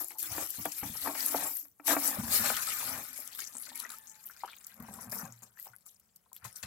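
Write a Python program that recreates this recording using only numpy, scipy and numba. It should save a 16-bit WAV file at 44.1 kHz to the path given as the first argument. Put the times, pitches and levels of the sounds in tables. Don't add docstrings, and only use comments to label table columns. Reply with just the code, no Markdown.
import sys
import numpy as np
from scipy import signal
from scipy.fft import rfft, irfft, next_fast_len
from scipy.io import wavfile
from scipy.ndimage import uniform_filter1d
from numba import njit

SR = 44100
rng = np.random.default_rng(int(sys.argv[2]) if len(sys.argv) > 2 else 0)


def digitize_waveform(pressure):
    field = np.atleast_2d(pressure).T
    bounded = np.clip(field, -1, 1)
    quanta = np.round(bounded * 32767).astype(np.int16)
    wavfile.write(sys.argv[1], SR, quanta)


N = 293706
TIME = np.arange(N) / SR
RING = np.arange(SR // 4) / SR

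# f/Hz, level/dB
AIR_EQ = [(25, -8.5), (60, 1), (100, -1.5), (200, 0.5), (300, -16), (450, -8.5), (850, -13.5), (1300, -15),
          (2000, -18), (4000, -25.5), (8000, -17), (15000, -17)]
SPATTER_EQ = [(3000, -27.5), (5500, -7.5), (6300, -9), (7300, -5), (8700, -8.5), (10000, -5), (11400, 0),
              (12200, -2), (13500, -9.5)]
SPLASH_EQ = [(1500, -6), (2400, -3.5), (3000, -3.5), (3700, -2.5), (4700, -3.5), (6000, -13), (8000, -1)]
FIZZ_EQ = [(10500, -23.5), (12400, -2), (13500, 1), (15700, -4.5)]
GURGLE_EQ = [(700, -20.5), (1100, -2.5), (1450, 1.5), (1900, -1), (2250, -1.5), (2700, 0.5), (4000, -38)]
SLOSH_EQ = [(250, -25), (400, -13), (520, -10.5), (660, -9.5), (900, -7), (1150, -11), (1600, -14.5)]
WALL_EQ = [(20, -50.5), (40, -28.5), (65, 1), (115, 4), (160, -0.5), (230, -5), (400, -40.5)]
DROP_EQ = [(500, -27.0), (2000, -23.5), (5000, -4.0), (7500, -0.5), (11500, -1.5), (16000, 1.0)]
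# f/Hz, left minus right/dB
WATER_PAN = [(60, -8), (200, 4), (400, 0), (700, 4), (1300, 8.5), (2000, 11.5), (2800, 0), (4500, 8),
             (8000, 10.5), (11500, 13.5), (14500, 1)]

# t/s, level/dB
STREAM = [(0.08, -52), (0.17, -64), (0.19, -46), (0.45, -47), (0.76, -46.5), (1.15, -48), (1.27, -37.5),
          (1.58, -43.5), (1.73, -79), (1.83, -74), (1.88, -37.5), (2.26, -47), (2.52, -39), (3.25, -54),
          (3.5, -56), (4.05, -62.5), (4.75, -65), (4.95, -61), (5.25, -64), (5.5, -72), (6.29, -81),
          (6.55, -65)]
# t/s, bubbling relative to the stream/dB
WETNESS = [(0, -24), (1.0, -9), (1.42, -17), (1.62, -62), (1.9, -13.5), (2.6, -8), (3.8, -4), (4.6, 0),
           (6.2, 1)]
# t/s, rise/s, hold/s, fall/(dB/s), spatter/dB, splash/dB, fizz/dB
GUSHES = [(0.005, 0.066, 0.011, 300, -43, -56.5, -39), (0.097, .01, 0.0074, 400, -52.5, -54, -55),
          (0.381, 0.29, 0.064, 270, -43.5, -49, -46), (1.024, 0.13, 0.05, 270, -44, -47.5, -44),
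          (1.201, 0.2, 0.011, 270, -45, -42, -43), (1.872, 0.03, 0.06, 600, -31, -37, -36),
          (2.05, 0.11, 0.037, 290, -34.5, -44, -35), (2.334, 0.097, 0.032, 163, -30.5, -33, -31.5),
          (2.461, 0.15, 0.036, 266, -35.5, -36, -42), (2.545, 0.046, 0.0079, 270, -46, -39.5, -53),
          (2.67, 0.018, 0.058, 270, -44, -39.5, -51), (2.796, 0.079, 0.1, 90, -42, -47, -47),
          (3.16, 0.02, 0.052, 275, -47.5, -64, -52), (3.327, 0.067, 0.031, 398, -76, -54, -66),
          (3.387, 0.02, 0.037, 400, -51, -45.5, -65), (3.667, 0.11, 0.052, 270, -74, -52, -75),
          (3.75, .006, 0.07, 400, -57, -52.5, -69), (3.915, 0.018, 0.033, 304, -54, -59.5, -58),
          (4.455, 0.34, 0.056, 402, -86.5, -58, -77), (4.683, 0.012, 0.022, 267, -70.5, -60, -64),
          (4.923, 0.039, 0.051, 270.5, -56.5, -79, -62), (5.011, 0.031, 0.022, 410.5, -49, -77, -59),
          (5.1146, 0.003, 0.044, 400, -47, -63, -44), (5.172, .012, 0.034, 239.5, -47, -62, -52),
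          (5.422, 0.0032, 0.0073, 295, -56, -82, -60), (5.593, 0.056, 0.07, 267.5, -60, -63, -57),
          (5.86, 0.012, 0.029, 264, -58, -77, -65), (6.344, 0.0047, 0.0037, 397, -57.5, -63, -57),
          (6.444, 0.0071, 0.009, 313, -47.5, -50, -54), (6.557, 0.0045, 0.0078, 270, -49.5, -62, -52),
          (6.629, 0.0041, 0.003, 276, -51, -44.5, -75)]
# t/s, rise/s, hold/s, fall/(dB/s), slosh/dB, gurgle/dB, walls/dB, hum/dB
WAVES = [(0.005, 0.042, 0.0049, 297, -48.5, -57, -61, -49.5),
         (0.108, 0.0088, 0.022, 290, -62, -70, -92, -64), (0.227, 0.013, 0.059, 295, -63, -55, -67, -59),
         (0.309, 0.036, 0.028, 290, -51, -52.5, -44.5, -71), (0.371, 0.087, 0.055, 306, -45, -48, -54, -50),
         (0.587, 0.008, 0.0097, 290, -54, -59, -46.5, -48.5),
         (0.828, 0.028, 0.042, 350, -53, -58.5, -47, -50.5),
         (0.943, 0.015, 0.0051, 292, -60, -58, -50, -71), (1.03, 0.029, 0.03, 290, -55, -60, -51.5, -57),
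         (1.065, 0.044, 0.032, 400, -37.5, -48, -65, -45),
         (1.138, .03, 0.32, 290, -54.5, -53.5, -73, -53.5),
         (1.359, 0.1, 0.11, 298, -43.5, -49.5, -57, -48.5), (1.632, 0.038, 0.02, 289, -79, -80, -90, -67),
         (1.9, 0.051, 0.046, 650, -32.5, -37, -74, -37), (2.019, 0.071, 0.17, 285, -46, -48.5, -74, -47.5),
         (2.2, 0.1, 0.096, 290, -51, -58, -45, -44), (2.32, 0.17, 0.21, 350, -47, -44.5, -52, -48.5),
         (2.444, 0.028, 0.015, 290, -40.5, -36.5, -64, -72.5),
         (2.564, 0.045, 0.044, 284, -56, -45, -71, -71), (2.69, .04, 0.15, 292, -78, -50.5, -73, -74),
         (2.898, 0.26, 0.098, 290, -47.5, -48, -52.5, -52.5),
         (3.095, 0.032, 0.011, 203, -82, -71.5, -84, -63.5), (3.19, 0.015, 0.0085, 290, -58, -82, -84, -64),
         (3.552, 0.033, 0.015, 290, -61.5, -72.5, -82, -59), (3.682, 0.03, 0.089, 290, -74, -69, -94, -64),
         (3.827, .06, .09, 290, -78, -54.5, -94, -67.5), (4.804, 0.099, 0.29, 287, -57.5, -62, -59, -53),
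         (5.119, 0.0068, 0.14, 283, -50.5, -53.5, -67, -52),
         (5.423, 0.015, 0.013, 289, -61.5, -66.5, -65, -63.5),
         (5.664, 0.027, 0.007, 284.5, -59, -66.5, -76, -71),
         (6.449, 0.077, 0.0097, 292, -63, -55, -54, -83), (6.648, 0.025, .025, 290, -72, -52, -40, -55)]
# level at -60 dB of bubbling/dB, slope/(dB/dB)
STIR = [(-72, 0.95), (-63, 1.4), (-73.5, 1.2), (-74, 0.7)]
# slosh/dB, gurgle/dB, walls/dB, hum/dB
WAKE_DB = (-10.5, -23.5, -34.5, -22.5)
# t/s, f/Hz
HUM_PITCH = [(0, 324), (1.1, 281.3), (1.45, 279), (1.9, 296), (2.06, 276), (2.2, 232), (2.5, 242),
             (2.9, 253.5), (3.8, 258), (4.2, 211.6), (5.2, 212.5), (6.66, 193)]
# f/Hz, level/dB, t60/s
CAVITY_MODES = [(536, -8.5, .05), (649.5, -2.5, 0.054), (754, -9, 0.035), (907, -2, 0.052),
                (1120, -3, .055), (1267, -6, 0.036), (1383, -6, .05), (1589, -4.5, 0.036),
                (1740, -7.5, 0.045), (1884, -3, 0.035), (2110, -8.5, 0.05), (2272, -4, .07),
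                (2540, -6, .04)]
FULL_HUM_HZ = 283.6
# t/s, level/dB, side modes relative to the main one/dB, main t60/s
THUMPS = [(0.368, -36, -13, 0.072), (0.583, -29, 8, 0.034), (0.828, -21.5, -3, 0.037),
          (0.898, -24, -7.5, 0.036), (2.187, -16, 2.5, 0.083), (2.286, -25, 9, 0.091),
          (2.399, -22.5, 9, 0.15), (4.801, -26.5, 24, 0.79), (5.071, -32, 3, 0.27),
          (5.231, -24, 14.5, 0.35), (5.288, -35.5, 1.5, 0.6), (5.698, -48, -16, 0.2),
          (6.452, -32.5, -43, 0.1), (6.638, -37, -2, 0.15)]
# f/Hz, level/dB, t60/s
WALL_MODES = [(73.8, -16.5, 0.08), (164, -7, 0.15), (209.4, 1, 0.075), (243, -4.5, 0.12)]
# t/s, level/dB, f/Hz, relative spray level/dB
DROPS = [(0.0447, -20, 10900, -24), (0.084, -22.5, 11800, -30), (0.1177, -31, 12200, -20),
         (0.185, -21, 12000, -7), (0.218, -31, 5960, -3), (0.2276, -22, 11500, -0.5),
         (0.3317, -25, 11300, -20), (0.461, -23, 11750, -20), (0.504, -18, 13000, -4.5),
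         (0.654, -18.5, 12100, -7), (0.7187, -30, 5260, 3), (0.799, -23, 11300, -18),
         (0.8588, -37, 7700, -14), (1.009, -33, 8500, -10), (1.0157, -22, 12050, -20),
         (1.041, -22, 11600, -8), (1.0783, -25, 11000, -18), (1.206, -14.5, 4770, -8),
         (1.2277, -17, 13300, -16), (1.262, -8, 11400, -22), (1.3963, -20, 11700, -26),
         (1.5682, -20.5, 8980, -11), (1.6536, -37, 13350, -15), (1.6826, -41, 14700, -18),
         (1.8363, -51.5, 11700, -21), (1.8492, -39, 11400, -6), (2.058, -14, 11800, -16),
         (2.0766, -9, 9100, -14), (2.3343, -32, 6900, -15), (2.444, -17, 7610, -9), (2.567, -8, 3230, -9),
         (2.6712, -24, 10800, -15), (2.6866, -27, 7700, -20), (2.7685, -28.5, 11500, -18),
         (2.803, -24, 11000, -13), (2.841, -21, 12100, -14), (2.8895, -28, 8400, -14),
         (2.9782, -29.5, 7860, -1), (3.048, -30, 8400, -14), (3.1302, -29.5, 11600, 0),
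         (3.1772, -25, 11600, -14), (3.184, -32, 10850, -20), (3.2025, -26, 12400, -18),
         (3.2237, -38, 11750, -18), (3.273, -38, 10900, 5), (3.331, -27.5, 4540, -13),
         (3.35, -25, 13200, -10), (3.3905, -22, 14200, -16), (3.403, -24.5, 6440, -1.5),
         (3.421, -29, 10900, -12), (3.4482, -29, 7140, -9), (3.5289, -39, 6150, -18),
         (3.5383, -41, 7720, -14), (3.557, -32, 8370, -18), (3.5686, -23.5, 7800, -24),
         (3.583, -27, 10900, -14), (3.614, -28, 11500, -10), (3.623, -26, 11000, -12),
         (3.653, -29.5, 4270, -4), (3.696, -30, 4140, -10), (3.7552, -23.5, 11000, -3.5),
         (3.7602, -28, 11400, -14), (3.7747, -26, 10800, -5), (3.7944, -27, 11300, -6),
         (3.798, -28, 4140, 4.5), (3.8113, -34, 11400, -16), (3.8542, -37, 11600, -14),
         (3.892, -33.5, 6850, -6), (3.9015, -24, 3900, -5), (3.917, -37, 7540, 8), (3.973, -40, 5300, -5),
         (3.984, -30.5, 13400, -5.5), (4.024, -48, 11900, -16), (4.0711, -34, 6200, -7.5),
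         (4.082, -42, 7040, -21), (4.096, -43, 6900, -16), (4.1344, -47, 11300, -16),
         (4.1538, -41, 7200, -10), (4.2304, -39, 12500, -16), (4.238, -42, 6800, 2),
         (4.2578, -28, 12800, -15), (4.271, -27, 13650, -16), (4.2873, -33, 13900, -15),
         (4.3102, -37, 12300, -16), (4.3646, -40, 5500, -8), (4.408, -36.5, 4860, -6),
         (4.4594, -37, 11400, -12), (4.5656, -35, 14250, -18), (4.5783, -46, 7000, -18),
         (4.5846, -38, 6630, -11), (4.641, -39.5, 6700, 4), (4.667, -31.5, 13700, -0.5),
         (4.742, -35, 12700, -27), (4.8013, -38, 12050, -6), (4.824, -34, 13600, -11),
         (4.8348, -37, 14700, -12), (4.9375, -37.5, 8200, 2.5), (4.9565, -37, 12100, -16),
         (5.0186, -36, 12700, -14), (5.034, -42, 11200, -18), (5.042, -34, 14600, -14),
         (5.0964, -32.5, 11750, -1), (5.119, -28, 5260, 0), (5.1246, -27, 11600, -17),
         (5.1463, -22, 13400, -14), (5.1555, -26, 11150, -20), (5.188, -22, 13200, -13),
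         (5.1954, -24, 13100, -14), (5.2529, -31.5, 7000, -9), (5.277, -40, 6400, -16),
         (5.323, -35, 6630, -4.5), (5.3306, -41, 7580, -11), (5.39, -44, 11300, -16),
         (5.4303, -42.5, 7000, 4.5), (5.598, -24.5, 12600, -25), (5.603, -35, 12300, -22),
         (5.627, -26, 12800, -27), (5.6487, -31, 12400, -18), (5.67, -37, 12200, -14),
         (5.7537, -43, 10100, -23), (5.7628, -33.5, 11300, -19), (5.784, -45, 11700, -21),
         (5.8626, -38.5, 7700, 0), (5.8682, -35, 14200, -19), (5.9447, -47.5, 8800, -14),
         (5.9628, -47.5, 5170, -4), (5.997, -52.5, 14000, -0.5), (6.159, -40.5, 13800, -2),
         (6.33, -41.5, 13400, -0.5), (6.364, -29, 13300, -20), (6.3753, -38, 12900, -14),
         (6.45, -34, 7900, -6), (6.527, -36, 9800, -11), (6.5594, -29, 8360, -22), (6.632, -24, 4560, -8)]
# t/s, level/dB, f/Hz, t60/s
BUBBLES = [(0.105, -48.5, 830, 0.12), (0.105, -38.5, 2240, 0.012), (0.12, -50, 2160, .02),
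           (0.151, -45.5, 840, 0.082), (0.238, -44, 1456, 0.086), (0.24, -45, 1570, 0.018),
           (0.246, -43, 3340, 0.073), (0.539, -45, 1700, 0.013), (0.554, -48, 1570, 0.016),
           (2.568, -29, 1870, 0.019), (2.674, -33.5, 1280, .02), (2.804, -34, 1160, 0.017),
           (2.826, -36.5, 930, .04), (3.163, -46, 2160, .025), (3.188, -42.5, 587, 0.016),
           (3.389, -36, 1510, 0.021), (3.55, -42, 920, 0.012), (3.668, -45, 1460, 0.069),
           (3.68, -50, 583, .025), (3.702, -44, 1790, 0.017), (3.716, -46.5, 875, .035),
           (3.806, -46, 1090, 0.02), (3.836, -37, 1310, 0.017), (3.849, -42, 1270, 0.016),
           (3.849, -31, 1870, 0.023), (3.902, -40.5, 1370, 0.008), (3.936, -43.5, 1254, 0.042),
           (4.297, -41, 1430, 0.015), (4.363, -48, 1510, 0.0074), (4.403, -48.5, 2010, 0.043),
           (4.434, -24, 903, 0.025), (4.463, -43, 1000, 0.015), (4.477, -36.5, 1200, 0.013),
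           (4.486, -41, 1400, 0.011), (4.497, -40, 3480, 0.011), (4.507, -42, 3450, .016),
           (4.523, -47, 1350, 0.012), (4.53, -38, 2330, 0.016), (4.568, -43, 3640, 0.0082),
           (4.72, -53.5, 1570, 0.034), (4.986, -36.5, 1000, 0.022), (5.571, -45.5, 1730, 0.039),
           (5.588, -44, 1910, 0.031), (5.668, -43, 860, 0.015), (5.686, -62, 785, .03),
           (5.733, -46.5, 1430, 0.046), (5.862, -53.5, 1172, 0.026), (6.26, -59.5, 1017, 0.028),
           (6.316, -51, 970, 0.023), (6.363, -42, 3200, 0.0066), (6.422, -52, 1280, 0.021)]
# t/s, level/dB, air pocket f/Hz, then relative levels of pocket/dB,
# hum/dB and wall boom/dB, brightness/(dB/octave), factor on the cavity's ring time
SLAPS = [(0.379, -37, 1000, -16, -5, -25, 0.5, 0.41), (0.654, -29.5, 720, -1, -13.5, -14, -2, 0.7),
         (0.830, -39.5, 800, 3, -7, -3.5, 4, 0.66), (0.953, -52, 850, -2, -11, -12, 0, .5),
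         (1.057, -41, 1050, -1, -18.5, -27.5, 1, 0.67), (1.072, -32.5, 900, -2, -7, -18.5, 2, .8),
         (1.149, -42, 1205, -10, -16, -27.5, 1.5, 1), (1.3439, -27, 665, 1.5, -12.5, -21, -15, 0.49),
         (1.65, -65.5, 650, -12, -4.5, -13, 4, 1), (1.797, -51, 1290, -4, -2.5, -28, 4.5, 0.51),
         (1.879, -33.5, 900, -2, -11.5, -29.5, 1, 0.79), (1.906, -31, 904, -4, -5.5, -35, 1.5, 1),
         (1.9638, -27, 640, -8, -3.5, -15.5, 0.5, 0.96), (2.458, -37.5, 2150, 0, -17, -23, 4, .6),
         (2.501, -30, 1460, -3, -23, -22.5, -1.5, 0.31), (4.805, -55, 1100, -1, -10, -9, 2, .7),
         (4.887, -47.5, 950, 8, -11, -4, -1, 0.96), (5.125, -44.5, 1720, -4, -21, -6, 5, .7),
         (6.45, -45, 1030, 8, -22, -35, 10, .8), (6.633, -43.5, 2600, 5, -26, -20, 17, .6)]
# t/s, length/s, level/dB, leaf f/Hz
PATTERS = [(2.559, 0.023, -43, 3960), (3.357, 0.036, -43, 14100), (3.39, 0.034, -51, 10800),
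           (3.44, 0.028, -47, 6100), (3.536, 0.051, -48.5, 7940), (3.577, 0.073, -47.5, 10600),
           (3.641, 0.042, -56, 6650), (3.747, 0.096, -51.5, 11000), (3.784, 0.067, -54, 6300),
           (3.913, 0.026, -64, 11000), (4.073, 0.04, -52.5, 7000), (4.254, 0.034, -46.5, 13600),
           (4.476, 0.044, -61, 3570), (5.595, 0.055, -52, 14000), (5.891, 0.011, -65, 3520)]
# t/s, f/Hz, level/dB
BIRD_CALL = [(3.69, 900, -85), (3.725, 925, -62), (3.79, 938, -61), (3.84, 930, -71), (3.97, 897, -67),
             (4.06, 886, -67), (4.16, 872, -69), (4.23, 850, -92)]


def amp(db):
    return 10 ** (np.asarray(db) / 20)


def curve(rows, column=1):
    rows = np.asarray(rows)
    return np.interp(TIME, rows[:, 0], rows[:, column])


def eq(x, points, share=1):
    size = next_fast_len(N + 4096)
    hz, db = np.transpose(points)
    gain_db = np.interp(np.log(np.fft.rfftfreq(size, 1 / SR) + 1), np.log(hz), db)
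    return irfft(rfft(x, size) * amp(share * gain_db), size)[..., :N]


def bell(x, hz, width, floor=0):
    f = np.fft.rfftfreq(x.shape[-1], 1 / SR) + 1
    return irfft(rfft(x) * (floor + np.exp(-(np.log(f / hz) / width) ** 2)), x.shape[-1])


def add(mix, s, sound):
    part = mix[..., max(round(s * SR), 0):][..., :sound.shape[-1]]
    part += sound[..., :part.shape[-1]]


def ping(t, hz, t60, rise=0):
    t = np.maximum(t, 0)
    return amp(-60 * t / t60) * np.sin(2 * np.pi * hz * (t + rise * np.minimum(t, t60) * t / t60 / 2))


@njit
def ring_grains(start, size, hz, life, lag, pan, rise):
    out = np.zeros((2, N))
    for k in range(len(start)):
        for channel in range(2):
            begin = start[k] + lag[k] * (1 - channel)
            gain = size[k] * pan[k] ** (1 - 2 * channel)
            for n in range(int(begin) + 1, min(int(begin + life[k]), N)):
                age = (n - begin) / life[k]
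                phase = 2 * np.pi * hz[k] / SR * (n - begin) * (1 + rise * age / 2)
                out[channel, n] += gain * np.exp(-np.log(1000) * age) * np.sin(phase)
    return out


def grains(per_s, low_hz, high_hz, cycles, spread_db, rise=0):
    chance, pitch, length, angle, size = rng.random((5, N))
    at = np.flatnonzero(chance < per_s / SR)
    hz = low_hz * (high_hz / low_hz) ** pitch[at]
    gain = amp(spread_db * np.minimum(-np.log(1 - size[at]), 4)) * hz / high_hz
    life = cycles * 2 ** (length[at] - .5) * SR / hz
    lag = 0.00016 * SR * angle[at]
    pan = amp(1.4 * (.5 - angle[at]))
    return ring_grains(at * 1., gain, hz, life, lag, pan, float(rise))


def ride(x, level_db, window_s):
    power = uniform_filter1d(x.mean(0) ** 2, int(window_s * SR))
    power = uniform_filter1d(power, int(window_s * SR / 2))
    return x * amp(level_db) / np.sqrt(abs(power) + 1e-4 * power.mean())


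def with_swells(base_db, events):
    power = amp(base_db) ** 2
    for s, rise_s, hold_s, fall_db_per_s, *levels_db in events:
        attack_db = np.minimum(TIME - s, 0) * 30 / rise_s
        shape_db = attack_db - np.maximum(TIME - s - hold_s, 0) * fall_db_per_s
        heard = shape_db > -60
        power[:, heard] += np.outer(amp(levels_db), amp(shape_db[heard])) ** 2
    return 10 * np.log10(power)


def scatter(x, send_db, t60, spots=4):
    tails = rng.standard_normal((spots, 2, len(RING))) * amp(-60 * RING / t60)
    tails /= np.linalg.norm(tails, axis=2, keepdims=True)
    fades = [np.sin(np.pi / 2 * np.minimum((TIME * 23 - k) % spots, 2)) for k in range(spots)]
    reverb = sum(signal.oaconvolve(x * fade, tail, axes=1)[:, :N] for fade, tail in zip(fades, tails))
    return x + amp(send_db) * reverb


def air():
    x = eq(rng.standard_normal((2, N)) + rng.standard_normal(N), AIR_EQ)
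    return amp(-75.5) * x / x.std()


def gaps(depth_db=2.0):
    duck = np.zeros(N)
    for s, *_ in DROPS:
        add(duck, s - .04, np.linspace(0, 1, int(.041 * SR)) ** .5)
    return depth_db * np.minimum(duck, 1)


def beads(depth_db=2.2, length_s=.018):
    size = int(length_s * SR)
    x = uniform_filter1d(uniform_filter1d(rng.standard_normal(N), size), size // 2)
    return depth_db * x / x.std()


def litter(x, send_db, t60, patchy_db):
    spectrum = signal.stft(scatter(x, send_db, t60), nperseg=512)[2]
    patches = uniform_filter1d(rng.standard_normal(spectrum.shape[1:]), size=9, axis=0)
    patches = uniform_filter1d(patches, size=8, axis=1)
    return signal.istft(spectrum * amp(patchy_db * patches / patches.std()), nperseg=512)[1][:, :N]


def spatter():
    stream_db, wetness_db = curve(STREAM), curve(WETNESS)
    thinness = np.clip(1.1 - amp(0.38 * (stream_db + 49.5)), 0, 1)
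    stream_db -= gaps() * thinness
    steady_db = [stream_db, stream_db - 3 + 0.23 * wetness_db, stream_db - 2.5 - 0.13 * wetness_db]
    clumped_db = np.array([db + beads() for db in steady_db]) + beads() / 2
    crackle_db, splash_db, fizz_db = with_swells(clumped_db - 1, GUSHES)
    flow = amp(.8 * (crackle_db + 41))
    crackle = grains(110 + 1600 * flow, 4560, 13030, cycles=19, spread_db=1.0)
    splash = grains(90 + 900 * flow, 1890, 7950, cycles=11, spread_db=-1.0, rise=0.051)
    fizz = grains(110 + 1600 * flow, 11500, 18000, cycles=20, spread_db=2.2)
    crackle = eq(litter(crackle, send_db=0.5, t60=0.05, patchy_db=1.5), SPATTER_EQ)
    splash = eq(litter(splash, send_db=1.5, t60=0.06, patchy_db=2.5), SPLASH_EQ)
    fizz = eq(litter(fizz, send_db=4.0, t60=0.086, patchy_db=4.5), FIZZ_EQ)
    return (ride(crackle, crackle_db - 1.6, window_s=0.0062)
            + ride(splash, splash_db - 2.58, window_s=0.071)
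            + ride(fizz, fizz_db + 1.5, window_s=0.026)
            + fat_drops((crackle_db + splash_db) / 2 - 15))


def fat_drops(level_db):
    x = scatter(grains(240, 2300, 8000, cycles=11, spread_db=2.5), send_db=-4, t60=0.035)
    return amp(level_db) * x / x.std()


def churning():
    bubbling_db = curve(STREAM) + curve(WETNESS)
    stir_db = [db + slope * (bubbling_db + 60) for db, slope in STIR]
    rise_s, hold_s, fall_db_per_s = 0.0022, 0.0074, 476
    wakes = [(s + rise_s, rise_s, hold_s, fall_db_per_s, *(db + np.array(WAKE_DB)))
             for s, db, *_ in SLAPS]
    return with_swells(with_swells(stir_db, WAVES), wakes)


def gurgle(level_db):
    per_s = 110 + 600 * amp(0.45 * (level_db + 50.5))
    x = grains(per_s, 1010, 2456, cycles=13, spread_db=1.0, rise=0.088)
    x = eq(litter(x, send_db=6.0, t60=0.051, patchy_db=2.0), GURGLE_EQ)
    return ride(x, level_db - .8, window_s=0.075)


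def slosh(level_db):
    x = grains(600, 341, 1300, cycles=8.8, spread_db=2.5, rise=0.14)
    x = eq(scatter(x, send_db=-6.0, t60=0.1), SLOSH_EQ)
    return ride(x, level_db - .3, window_s=0.035)


def mode_shift():
    return (curve(HUM_PITCH) / FULL_HUM_HZ) ** .6


def cavity(x, direct_db=-5):
    out = amp(direct_db) * x
    warped_time = np.cumsum(mode_shift()) / SR
    for hz, db, t60 in CAVITY_MODES:
        carrier = np.exp(2j * np.pi * hz * warped_time)
        pole = amp(-60 / (t60 * SR))
        envelope = signal.lfilter([1 - pole], [1, -pole], x * carrier.conj())
        out += amp(db) * 2 * (carrier * envelope).real
    return out


def hollow_hum(level_db, width_hz=55):
    carrier = np.exp(2j * np.pi * np.cumsum(curve(HUM_PITCH)) / SR)
    narrow = signal.butter(2, width_hz / 2, fs=SR)
    x = (carrier * signal.lfilter(*narrow, rng.standard_normal(N) / carrier)).real
    return ride(x[None], level_db - 1.9, window_s=0.22)


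def walls(level_db):
    drumming = grains(220, 50, 260, cycles=4.1, spread_db=-9.5)
    out = ride(eq(drumming, WALL_EQ), level_db - 4.0, window_s=0.075)
    for s, db, side_db, t60 in THUMPS:
        add(out, s, amp(db - 12.5) * boom(side_db, t60))
    return out


def drops(snap_t60=0.006, spray_t60=0.04, droplets_per_s=900):
    out = np.zeros((2, N))
    t = RING[:6000]
    for s, db, hz, spray_db in DROPS:
        lag = np.array([[rng.uniform(0, .00003)], [0]])
        crack = 0.08 * rng.standard_normal((2, len(t))) * amp(-60 * t / snap_t60)
        snap = ping(t - lag, hz, snap_t60) + crack
        hits = (rng.random(len(t)) < droplets_per_s / SR) * rng.exponential(1, len(t))
        droplets = signal.lfilter([1], [1, -.95], hits)
        spray = rng.standard_normal((2, len(t))) * (.5 + droplets) * amp(-60 * t / spray_t60)
        spray = bell(spray, hz, width=0.11, floor=0.5)
        add(out, s + 0.00067, amp(db - 2.0) * (snap + amp(spray_db) * spray))
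    return eq(out, DROP_EQ)


def bubbles():
    out = np.zeros((2, N))
    for s, db, hz, t60 in BUBBLES:
        x = ping(RING, hz, t60, rise=0.19)
        for delay, pitch in rng.random((4, 2)):
            x += amp(-9) * ping(RING - 0.016 * delay, hz * 2 ** (1.1 * pitch - .6), t60 / 3)
        splat = bell(rng.standard_normal(len(RING)), hz, width=.5)
        splat_t60 = min(.03, 2 * t60)
        x += amp(-16 - 60 * RING / splat_t60) * splat / splat.std()
        x *= 1 - np.exp(-RING / 0.0005)
        add(out, s + 0.001158, amp(db - 3.0) * x / abs(x).max())
    out = signal.lfilter(*signal.butter(2, 420, "high", fs=SR), out)
    return scatter(out, send_db=-4.5, t60=0.06)


def boom(side_db, t60, main_hz=117.6):
    side = sum(amp(db) * ping(RING, hz * rng.uniform(0.88, 1.03), decay) for hz, db, decay in WALL_MODES)
    x = (ping(RING, main_hz, t60) + amp(side_db) * side) * (1 - np.exp(-RING / 0.0051))
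    return x / abs(x).max()


def unit_hit(x):
    return x / np.sqrt(np.mean(x[:SR // 100] ** 2))


def slaps():
    out = np.zeros((2, N))
    age = RING / 0.000089
    smack = (1 - age) * np.exp(-age) * (1 - np.exp(-4 * age))
    shift, hum_hz = mode_shift(), curve(HUM_PITCH)
    muffle = signal.butter(3, (380, 2450), "band", fs=SR, output="sos")
    for s, db, pocket_hz, pocket_db, hum_db, boom_db, brightness, ring_factor in SLAPS:
        now = int(s * SR)
        modes = sum(amp(mode_db + (brightness - 3.5) * np.log2(hz))
                    * ping(RING - rng.uniform(0, 0.00295), hz * shift[now], t60 * ring_factor)
                    for hz, mode_db, t60 in CAVITY_MODES)
        pop = amp(pocket_db) * unit_hit(ping(RING, pocket_hz, t60=0.036, rise=.08))
        knock = signal.sosfilt(muffle, unit_hit(modes) + pop + smack)
        hum = ping(RING, hum_hz[now], t60=.13) * (1 - np.exp(-RING / .003))
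        x = unit_hit(knock) + amp(hum_db) * unit_hit(hum) + amp(boom_db) * boom(side_db=0, t60=0.049)
        add(out, s + .0003, amp(db - .5) * x)
    return scatter(out, send_db=-9, t60=0.025)


def patters(per_s=330, tap_s=0.0011, fall_db_per_s=500):
    out = np.zeros((2, N))
    for s, length, db, hz in PATTERS:
        taps = (rng.random(len(RING)) < per_s / SR) * rng.uniform(.3, 1, len(RING))
        envelope = 0.1 + signal.lfilter([1], [1, -np.exp(-1 / (tap_s * SR))], taps)
        x = bell(rng.standard_normal((2, len(RING))) * envelope, hz, width=0.21, floor=0.035)
        add(out, s, amp(db - np.maximum(RING - length, 0) * fall_db_per_s) * x / x.std())
    return out


def far_bird():
    waver = uniform_filter1d(rng.standard_normal(N), size=600)
    hz = curve(BIRD_CALL) * (1 + .015 * waver / waver.std())
    phase = 2 * np.pi * np.cumsum(hz) / SR
    gate = (TIME > BIRD_CALL[0][0]) & (TIME < BIRD_CALL[-1][0])
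    x = gate * amp(curve(BIRD_CALL, column=2) - 3.5) * (np.sin(phase) + amp(-5.5) * np.sin(2 * phase))
    return scatter(np.array([x, x]), send_db=5, t60=.35)


def scene():
    slosh_db, gurgle_db, walls_db, hum_db = churning()
    water = spatter() + cavity(gurgle(gurgle_db) + slosh(slosh_db)) + hollow_hum(hum_db)
    water += walls(walls_db) + slaps() + bubbles() + drops() + patters()
    panned = eq(water, WATER_PAN, share=np.array([[.5], [-.5]]))
    return amp(-1.79) * panned + far_bird() + air()


def record(dry):
    low_cut_hz, high_cut_hz = 38.1, 15900
    dry = signal.lfilter(*signal.butter(2, low_cut_hz, "high", fs=SR), dry)
    high_cut = signal.firwin(401, high_cut_hz, window=("kaiser", 9), fs=SR)
    return signal.oaconvolve(dry, high_cut[None], "same", axes=1)


dry = scene()
out = record(dry)
digitize_waveform(out)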